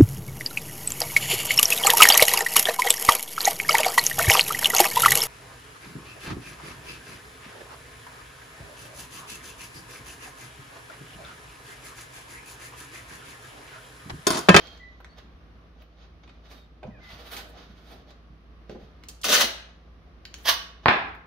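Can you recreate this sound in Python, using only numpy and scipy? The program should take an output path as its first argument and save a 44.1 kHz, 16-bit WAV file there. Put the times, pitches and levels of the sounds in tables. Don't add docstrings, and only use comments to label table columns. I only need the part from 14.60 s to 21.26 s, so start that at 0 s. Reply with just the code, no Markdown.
import sys
import numpy as np
from scipy import signal
from scipy.fft import rfft, irfft, next_fast_len
from scipy.io import wavfile
from scipy.ndimage import uniform_filter1d, minimum_filter1d, map_coordinates

SR = 44100
rng = np.random.default_rng(int(sys.argv[2]) if len(sys.argv) > 2 else 0)


def how_loud(loudness_db):
    steps = np.asarray(loudness_db, float) / 20
    return 10 ** steps


def unload_audio(sound):
    columns = np.transpose(np.atleast_2d(sound))
    steps = np.round(np.clip(columns, -1, 1) * 32767)
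    wavfile.write(sys.argv[1], SR, steps.astype(np.int16))


N = 293706


def unit(x):
    return x / np.sqrt(np.mean(x ** 2) + 1e-20)


def along(points, hz):
    f, v = np.transpose(points)
    return np.interp(np.log(hz + 1), np.log(f + 1), v)


def curves(rows):
    s, *cols = np.transpose(rows)
    t = np.arange(N) / SR
    is_open = 1. * (t >= s[0]) * (t <= s[-1])
    gate = uniform_filter1d(is_open, size=200, mode="nearest")
    return [gate] + [np.interp(t, s, c) for c in cols]


def wobble(rate):
    return map_coordinates(rng.standard_normal(size=2048), [np.arange(N) * rate / SR])


def coloured(x, points):
    half = next_fast_len(N // 2 + 8192)
    hz = np.fft.rfftfreq(2 * half, 1 / SR)
    gain = how_loud(np.maximum(along(points, hz), -90))
    cepstrum = irfft(np.log(unit(gain)), 2 * half)
    cepstrum[1:half] *= 2
    cepstrum[half + 1:] = 0
    response = np.exp(rfft(cepstrum))
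    return irfft(rfft(x, 2 * half) * response, 2 * half)[..., :N]


# f/Hz, left-right likeness/1
LIKENESS = [(60, 0.86), (290, 0.91), (640, 0.43), (1400, 0), (3100, 0), (7000, 0)]


def spread(pair):
    n = pair.shape[1]
    likeness = np.clip(along(LIKENESS, np.fft.rfftfreq(n, 1 / SR)), 0, 1)
    turn = np.arccos(likeness) / 2
    mid, side = rfft(pair) * [np.cos(turn), np.sin(turn)]
    return irfft(np.array([mid + side, mid - side]), n)


def slips(rate, scatter, size_db):
    draw = rng.standard_normal((N // 16, 2))
    turns = np.arange(len(draw)) + scatter * draw[:, 0]
    at = np.searchsorted(np.cumsum(rate) / SR, turns)
    size = unit(how_loud(size_db * np.clip(draw[:, 1], -2, 2)))
    clicks = np.bincount(at, size, N + 1)[:N]
    return clicks * np.sqrt(SR / np.maximum(rate, 1))


# f/Hz, t60/s
ECHO_DECAY = [(100, 0.61), (500, 0.51), (1500, 0.57), (4000, 0.46), (8000, 0.38), (15000, 0.25)]
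# f/Hz, level/dB
ECHO_SPECTRUM = [(100, 0), (400, -3.5), (1500, -1.5), (5000, -1), (8000, -6), (15000, -6)]


def room(x, wet_db, close):
    hz, t, z = signal.stft(rng.standard_normal((2, SR)), SR, nperseg=256)
    decay = how_loud(-60 * t / along(ECHO_DECAY, hz)[:, None])
    tail = spread(signal.istft(z * decay, SR, nperseg=256)[1][:, :SR])
    t = np.arange(SR) / SR
    onset = 1 - np.exp(-t / 0.0008)
    early = 1 + close * np.exp(-t / 0.0082)
    z = rfft(tail * onset * early)
    even = np.sqrt(uniform_filter1d(np.abs(z) ** 2, size=150, axis=1))
    level_db = along(ECHO_SPECTRUM, np.arange(z.shape[1])) + [[.4], [-.4]]
    tail = irfft(z / even * how_loud(level_db), SR)[:, :SR * 3 // 4]
    return how_loud(wet_db) * signal.fftconvolve(x[None], tail, axes=1)[:, :N]


def placed(x, pan_db, lag, wet_db, close):
    direct = np.array([np.roll(x, lag) * how_loud(pan_db / 2), x * how_loud(-pan_db / 2)])
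    room_tilt = how_loud(np.array([[pan_db], [-pan_db]]) / 4)
    return direct + room(x, wet_db, close) * room_tilt


# f/Hz, rms level/dB
HUM_TONES = [(57, -52.5), (163.5, -65)]
# f/Hz, relative density/dB
AIR_SPECTRUM = [(20, -29.5), (40, -2.5), (70, 2), (114, -10), (250, -9), (416, -14.5), (911, -23.5),
                (1160, -16), (1370, -21.5), (3720, -31), (6050, -39.5), (7310, -58.5), (11300, -50),
                (16000, -61)]


def background():
    t = np.arange(N) / SR
    hum = 0
    for hz, db in HUM_TONES:
        level = np.sqrt(2) * how_loud(db + 0.38 * wobble(11))
        hum = hum + level * np.sin(2 * np.pi * hz * t + .3 * wobble(4.8))
    air = spread(coloured(rng.standard_normal((2, N)), AIR_SPECTRUM))
    return hum * how_loud([[-.4], [.4]]) + how_loud(-54.5 + 1.5 * wobble(4.7)) * air


# peak t/s, rise/s, fall/s, rustle level/dB, treble over rustle/dB
HAND_STROKES = [(0.0, .01, 0.32, -51, -20), (0.125, 0.076, 0.072, -70, -16), (0.29, 0.031, 0.35, -67, -36),
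                (0.584, 0.048, 0.044, -56, -18), (1.215, 0.08, 0.043, -70, -20),
                (1.449, 0.19, 0.048, -61, -26), (1.636, 0.011, 0.017, -58.5, -40),
                (1.696, 0.038, 0.14, -65.5, -34), (1.87, 0.071, 0.12, -63.5, -30),
                (1.914, 0.066, .1, -55, -10), (2.0, .1, 0.15, -76, -8), (2.27, 0.017, 0.031, -68, -38),
                (3.511, 0.084, 0.026, -59, -19), (4.115, 0.052, 0.11, -60.5, -19),
                (4.23, 0.11, .2, -69.5, -15.5), (4.498, 0.017, 0.02, -56.5, -17),
                (4.61, .05, 0.018, -69.5, -15), (5.1, .1, 0.22, -68.5, -32),
                (5.78, 0.019, 0.039, -56, -2.5), (5.84, 0.028, .01, -65, 8), (6.1, .1, 0.063, -75, -33),
                (6.242, 0.035, 0.013, -55, -28)]
# t/s, rustle level/dB, treble over rustle/dB, hollow cabinet over rustle/dB
LONG_WIPE = [(2.38, -79, -40, 18), (2.44, -53.5, -17, -23), (2.6, -55.5, -13, 1), (2.685, -53.5, -8.5, -9),
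             (2.72, -44, -3.5, -5.5), (2.8, -48, -5, -12.5), (2.835, -67, -10, 10), (2.9, -70, 2, 7),
             (2.93, -72, -28, 12), (2.978, -58.5, -20, -1), (3.13, -66, -17, -14.5), (3.33, -60, -10, 1.5),
             (3.43, -81, -19, 3)]
# f/Hz, relative density/dB
PAPER_SPECTRUM = [(470, -22), (800, -1), (1230, 3), (1540, 2.5), (1910, 0), (2220, -3), (3680, 0.5),
                  (5720, -8), (6600, -11.5), (7500, -33), (9750, -62.5), (16500, -120)]
SHEEN_SPECTRUM = [(4410, -32.5), (7500, -7), (10300, -2.5), (11700, 1), (15200, -1), (16000, -9.5)]
HOLLOW_SPECTRUM = [(70, -32.5), (100, 6), (250, 8), (700, 8), (1200, -11.5), (1800, -52)]


def hands():
    fade_db = 29
    stroke_hollow_db = -4
    shuffle_db, shuffle_hollow_db = -87.5, -73
    t = np.arange(N) / SR
    strokes = strokes_treble = 0
    for s, rise, fall, db, treble_db in HAND_STROKES:
        swell = how_loud(db - fade_db * np.maximum((s - t) / rise, (t - s) / fall))
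        strokes = strokes + swell
        strokes_treble = strokes_treble + swell * how_loud(treble_db)
    gate, wipe_db, wipe_treble_db, wipe_hollow_db = curves(LONG_WIPE)
    wipe = gate * how_loud(wipe_db)
    paper = strokes + wipe + how_loud(shuffle_db)
    sheen = strokes_treble + wipe * how_loud(wipe_treble_db)
    hollow = strokes * how_loud(stroke_hollow_db) + wipe * how_loud(wipe_hollow_db) + how_loud(shuffle_hollow_db)
    clumps = how_loud(3.2 * wobble(40))

    def rub():
        grains = slips(900 * how_loud(4 * wobble(25)), scatter=1.1, size_db=0.5)
        return clumps * (.5 * grains + 0.78 * rng.standard_normal(N))

    rustle = coloured(paper * rub(), PAPER_SPECTRUM)
    treble = coloured(sheen * rub(), SHEEN_SPECTRUM)
    return rustle + treble + coloured(hollow * rub(), HOLLOW_SPECTRUM)


# start t/s, length/s, starting f/Hz, glide/(Hz/s), level/dB
FINGER_SQUEAKS = [(0.0, .14, 3254, -400, -56), (0.192, 0.092, 1984, 100, -51), (0.29, .11, 2060, -100, -76),
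                  (0.485, .06, 4430, -500, -68), (0.0, 0.174, 4280, 0.1, -66),
                  (1.857, 0.206, 3860, -1000, -70), (2.301, 0.11, 2020, -5500, -62.5),
                  (2.334, 0.061, 2530, -3500, -65), (2.401, 0.11, 2080, -700, -54)]


def squeaks():
    edge_s, octave_db = 0.013, -20.5
    out, t = np.zeros(N), np.arange(N) / SR
    for s, length, hz, glide, db in FINGER_SQUEAKS:
        held = np.clip(np.minimum(t - s, s + length - t) / edge_s, 0, 1)
        pitch = hz + glide * np.clip(t - s, 0, length)
        phase = 2 * np.pi * np.cumsum(pitch * (1 + 0.013 * wobble(200))) / SR
        tone = np.sin(phase) + how_loud(octave_db) * np.sin(2 * phase)
        out += held * how_loud(db + 1.07 * wobble(80)) * tone
    return out


def puff(t, hz, width, t60):
    f = np.fft.rfftfreq(len(t), 1 / SR) + 1
    band = 1 + (np.log2(f / hz) / width) ** 4
    noise = irfft(rfft(rng.standard_normal(len(t))) / band, len(t))
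    burst = noise * how_loud(-60 * t / t60) * (1 - np.exp(-t * hz * 3))
    return burst / np.abs(burst).max()


# t/s, peak level/dB, centre f/Hz, treble over peak/dB, body t60/s
GLUE_SNAPS = [(0.071, -34, 3000, -32, 0.0081), (0.175, -47, 3300, -33, 0.012),
              (0.4022, -41, 1080, -16, 0.036), (0.4459, -32.5, 1540, -22, 0.0033),
              (0.5832, -47, 3070, -33, 0.013), (1.2205, -45.5, 1610, -9, 0.028),
              (1.637, -53, 1640, -36, 0.025), (1.6763, -45, 1650, -39, 0.021),
              (1.694, -45, 1480, -31, 0.018), (2.231, -37.5, 1710, -45, 0.035),
              (2.7327, -41, 1080, -8, 0.012), (2.766, -29.5, 3820, -15, 0.051),
              (2.7894, -34, 1300, -13, 0.0091), (3.506, -47, 3100, -31, 0.022),
              (4.0956, -39, 2010, -32, 0.01), (4.1478, -50.5, 1090, -26, 0.0043),
              (4.4267, -51, 1225, -18, 0.012), (4.437, -36, 2883, -12, 0.0072),
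              (4.4853, -29.5, 5400, -11.5, 0.052), (4.496, -44, 5660, -13, 0.019),
              (4.6146, -36.5, 6130, -25, 0.032), (4.6337, -24.5, 3510, -20, 0.014),
              (5.6523, -29, 2700, -12, 0.012), (5.741, -23, 2926, -17, 0.0059),
              (5.7844, -51, 3060, -9, 0.018), (6.4879, -33.5, 1270, -26, 0.0082),
              (6.5494, -35.5, 1140, -13, 0.0093)]
# t/s, peak level/dB, centre f/Hz, t60/s
BODY_THUDS = [(2.229, -34, 494, 0.2), (2.245, -39, 114, 0.15), (2.28, -37, 132, 0.067), (2.53, -44, 84, .1),
              (3.095, -44, 163, 0.23), (3.701, -46.5, 85, 0.056), (4.094, -31.5, 287, 0.12),
              (4.149, -35.5, 333, 0.078), (4.227, -45.5, 86.6, 0.081)]


def contacts():
    out, t = np.zeros(N + SR), np.arange(SR // 2) / SR
    for s, db, hz, treble_db, t60 in GLUE_SNAPS:
        body = puff(t, hz, 1.024, t60)
        treble = how_loud(treble_db) * puff(t, 14000, .4, t60 * 0.9)
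        out[round(s * SR):][:len(t)] += how_loud(db) * (body + treble)
    for s, db, hz, t60 in BODY_THUDS:
        out[round(s * SR):][:len(t)] += how_loud(db) * puff(t, hz, 0.89, t60)
    return out[:N]


def peel(rows, pace, spectrum, strip, size_db, hiss):
    gate, level_db, flap_db = curves(rows)
    first, last, settle_s = pace
    elapsed = np.maximum(np.arange(N) / SR - rows[0][0], 0)
    rate = last - (last - first) * np.exp(-elapsed / settle_s)
    clicks = slips(gate * rate, scatter=.3, size_db=size_db)
    scrape = how_loud(-60 * np.arange(512) / SR / 0.004)
    scrape /= np.linalg.norm(scrape)
    force = np.convolve(clicks, scrape)[:N] * rng.standard_normal(N)
    force += hiss * rng.standard_normal(N)
    force *= gate * how_loud(level_db + 2.54 * wobble(70)) / np.sqrt(1 + hiss ** 2)
    flap = force * how_loud(flap_db + 2.6 * wobble(70))
    return coloured(force, spectrum) + coloured(flap, strip)


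# t/s, crackle level/dB, flap of the taut strip over crackle/dB
PULLED_STRIP = [(4.636, -36.5, -25), (4.654, -26.5, -10), (4.68, -33.5, -5.5), (4.694, -23.5, -8),
                (4.712, -26.5, -6), (4.728, -17, -9), (4.745, -23, -20.5), (4.8, -25.5, -10.5),
                (4.82, -26.5, -13.5), (4.842, -33, -3.5), (4.862, -38, -8)]
# f/Hz, relative density/dB
GLUE_SPECTRUM = [(400, -44.5), (800, -13), (1100, -5.5), (1640, -5), (2400, -8), (2990, -3), (4150, -4.5),
                 (5200, -7), (6480, -6), (7290, -17), (9500, -16.5), (12000, -16), (16000, -15.5)]
LONG_STRIP_SPECTRUM = [(100, -24.5), (220, -7), (330, -2.5), (620, 3), (850, -6.5), (1400, -23.5)]


def pull():
    pace = (400, 1200, .07)
    return peel(PULLED_STRIP, pace, GLUE_SPECTRUM, LONG_STRIP_SPECTRUM, size_db=0, hiss=0.31)


# t/s, crackle level/dB, flap of the taut strip over crackle/dB
TORN_STRIP = [(5.843, -53, -13), (5.858, -36.5, -2.5), (5.875, -27.5, -14), (5.89, -20, -4.5),
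              (5.904, -24.5, -12), (5.909, -30.5, -3), (5.93, -30.5, -8), (5.942, -26, -11),
              (5.946, -36, -18)]
# f/Hz, relative density/dB
RIP_SPECTRUM = [(700, -35.5), (1200, -17), (1640, -2), (2390, -13.5), (2990, -5.5), (4300, -7), (6480, -12),
                (7590, -36.5), (8500, -32), (11700, -19), (16000, -19)]
SHORT_END_SPECTRUM = [(250, -27), (500, -8.5), (800, -2.5), (1120, 2.5), (1400, -14), (2200, -23)]


def tear():
    pace = (900, 1500, 0.023)
    return peel(TORN_STRIP, pace, RIP_SPECTRUM, SHORT_END_SPECTRUM, size_db=6.5, hiss=0.38)


# t/s, ring peak level/dB, hardness (contact passes sound up to f/Hz), slap level/dB
LANDINGS = [(6.258, 3, 1420, 1), (6.2833, 4, 2540, 9.5), (6.298, -30, 3000, -17)]
# f/Hz, relative level/dB, t60/s
CORE_MODES = [(745, -1.5, 0.0033), (1039, -3.5, 0.017), (1300, -1.5, 0.003), (1718, 5.5, 0.0009),
              (2076, -0.5, 0.005), (2490, -6.5, 0.0014)]
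# f/Hz, relative density/dB
SLAP_SPECTRUM = [(600, -27), (1500, -3.5), (2500, 3), (3500, -0.5), (4800, -12), (6000, -23), (7000, -30),
                 (9000, -39), (16000, -46)]
THUMP_SPECTRUM = [(50, -26), (80, -4), (160, -4.5), (240, -2), (400, 0.5), (600, -6.5), (900, -51.5)]


def roll():
    crumple_db, thump_db = -20, 2.5
    out, slaps, blows = np.zeros(N + SR), np.zeros(N + SR), np.zeros(N)
    t = np.arange(SR // 2) / SR
    free = np.maximum(t - .003, 0)
    for s, db, hard_hz, slap_db in LANDINGS:
        start = round(s * SR)
        ring = 0
        for k, (hz, level, t60) in enumerate(CORE_MODES):
            decay = how_loud(level + rng.normal(0, 1) - 60 * free / t60)
            passed = 1 / (1 + (hz / hard_hz) ** 4)
            ring = ring + (-1) ** k * decay * passed * np.sin(2 * np.pi * hz * t)
        ring *= 1 - np.exp(-(t * hard_hz * 1.2) ** 2)
        out[start:][:len(t)] -= how_loud(db) * ring / np.abs(ring).max()
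        crumple = how_loud(slap_db + crumple_db - 60 * t / 0.0049) * rng.standard_normal(len(t))
        slaps[start:][:len(t)] += crumple
        slaps[start] += how_loud(slap_db)
        blows[start] = how_loud(db + thump_db)
    return out[:N] + coloured(slaps[:N], SLAP_SPECTRUM) + coloured(blows, THUMP_SPECTRUM)


def scene():
    rubbing = placed(hands() + squeaks(), pan_db=-5.0, lag=-1, wet_db=5.5, close=2.4)
    touches = placed(contacts(), pan_db=-1.8, lag=-2, wet_db=3, close=3)
    pulling = placed(pull(), pan_db=0.63, lag=1, wet_db=4, close=3.9)
    tearing = placed(tear(), pan_db=-4.5, lag=1, wet_db=1.0, close=3.45)
    landing = placed(roll(), pan_db=-2.8, lag=-3, wet_db=1.1, close=1.0)
    return background() + rubbing + touches + pulling + tearing + landing


def low_pass(x):
    return signal.sosfilt(signal.butter(12, 16460, fs=SR, output="sos"), x)


def record(dry):
    top_hz = 15900
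    need = np.minimum(1, .96 / (np.abs(dry).max(axis=0) + 1e-9))
    gain = uniform_filter1d(minimum_filter1d(need, size=89), size=44)
    fade = np.clip((top_hz - np.fft.rfftfreq(N, 1 / SR)) / 150, 0, 1)
    mix = irfft(rfft(dry * gain) * fade ** 2, N)
    return low_pass(mix)


dry = scene()
out = record(dry)
unload_audio(out)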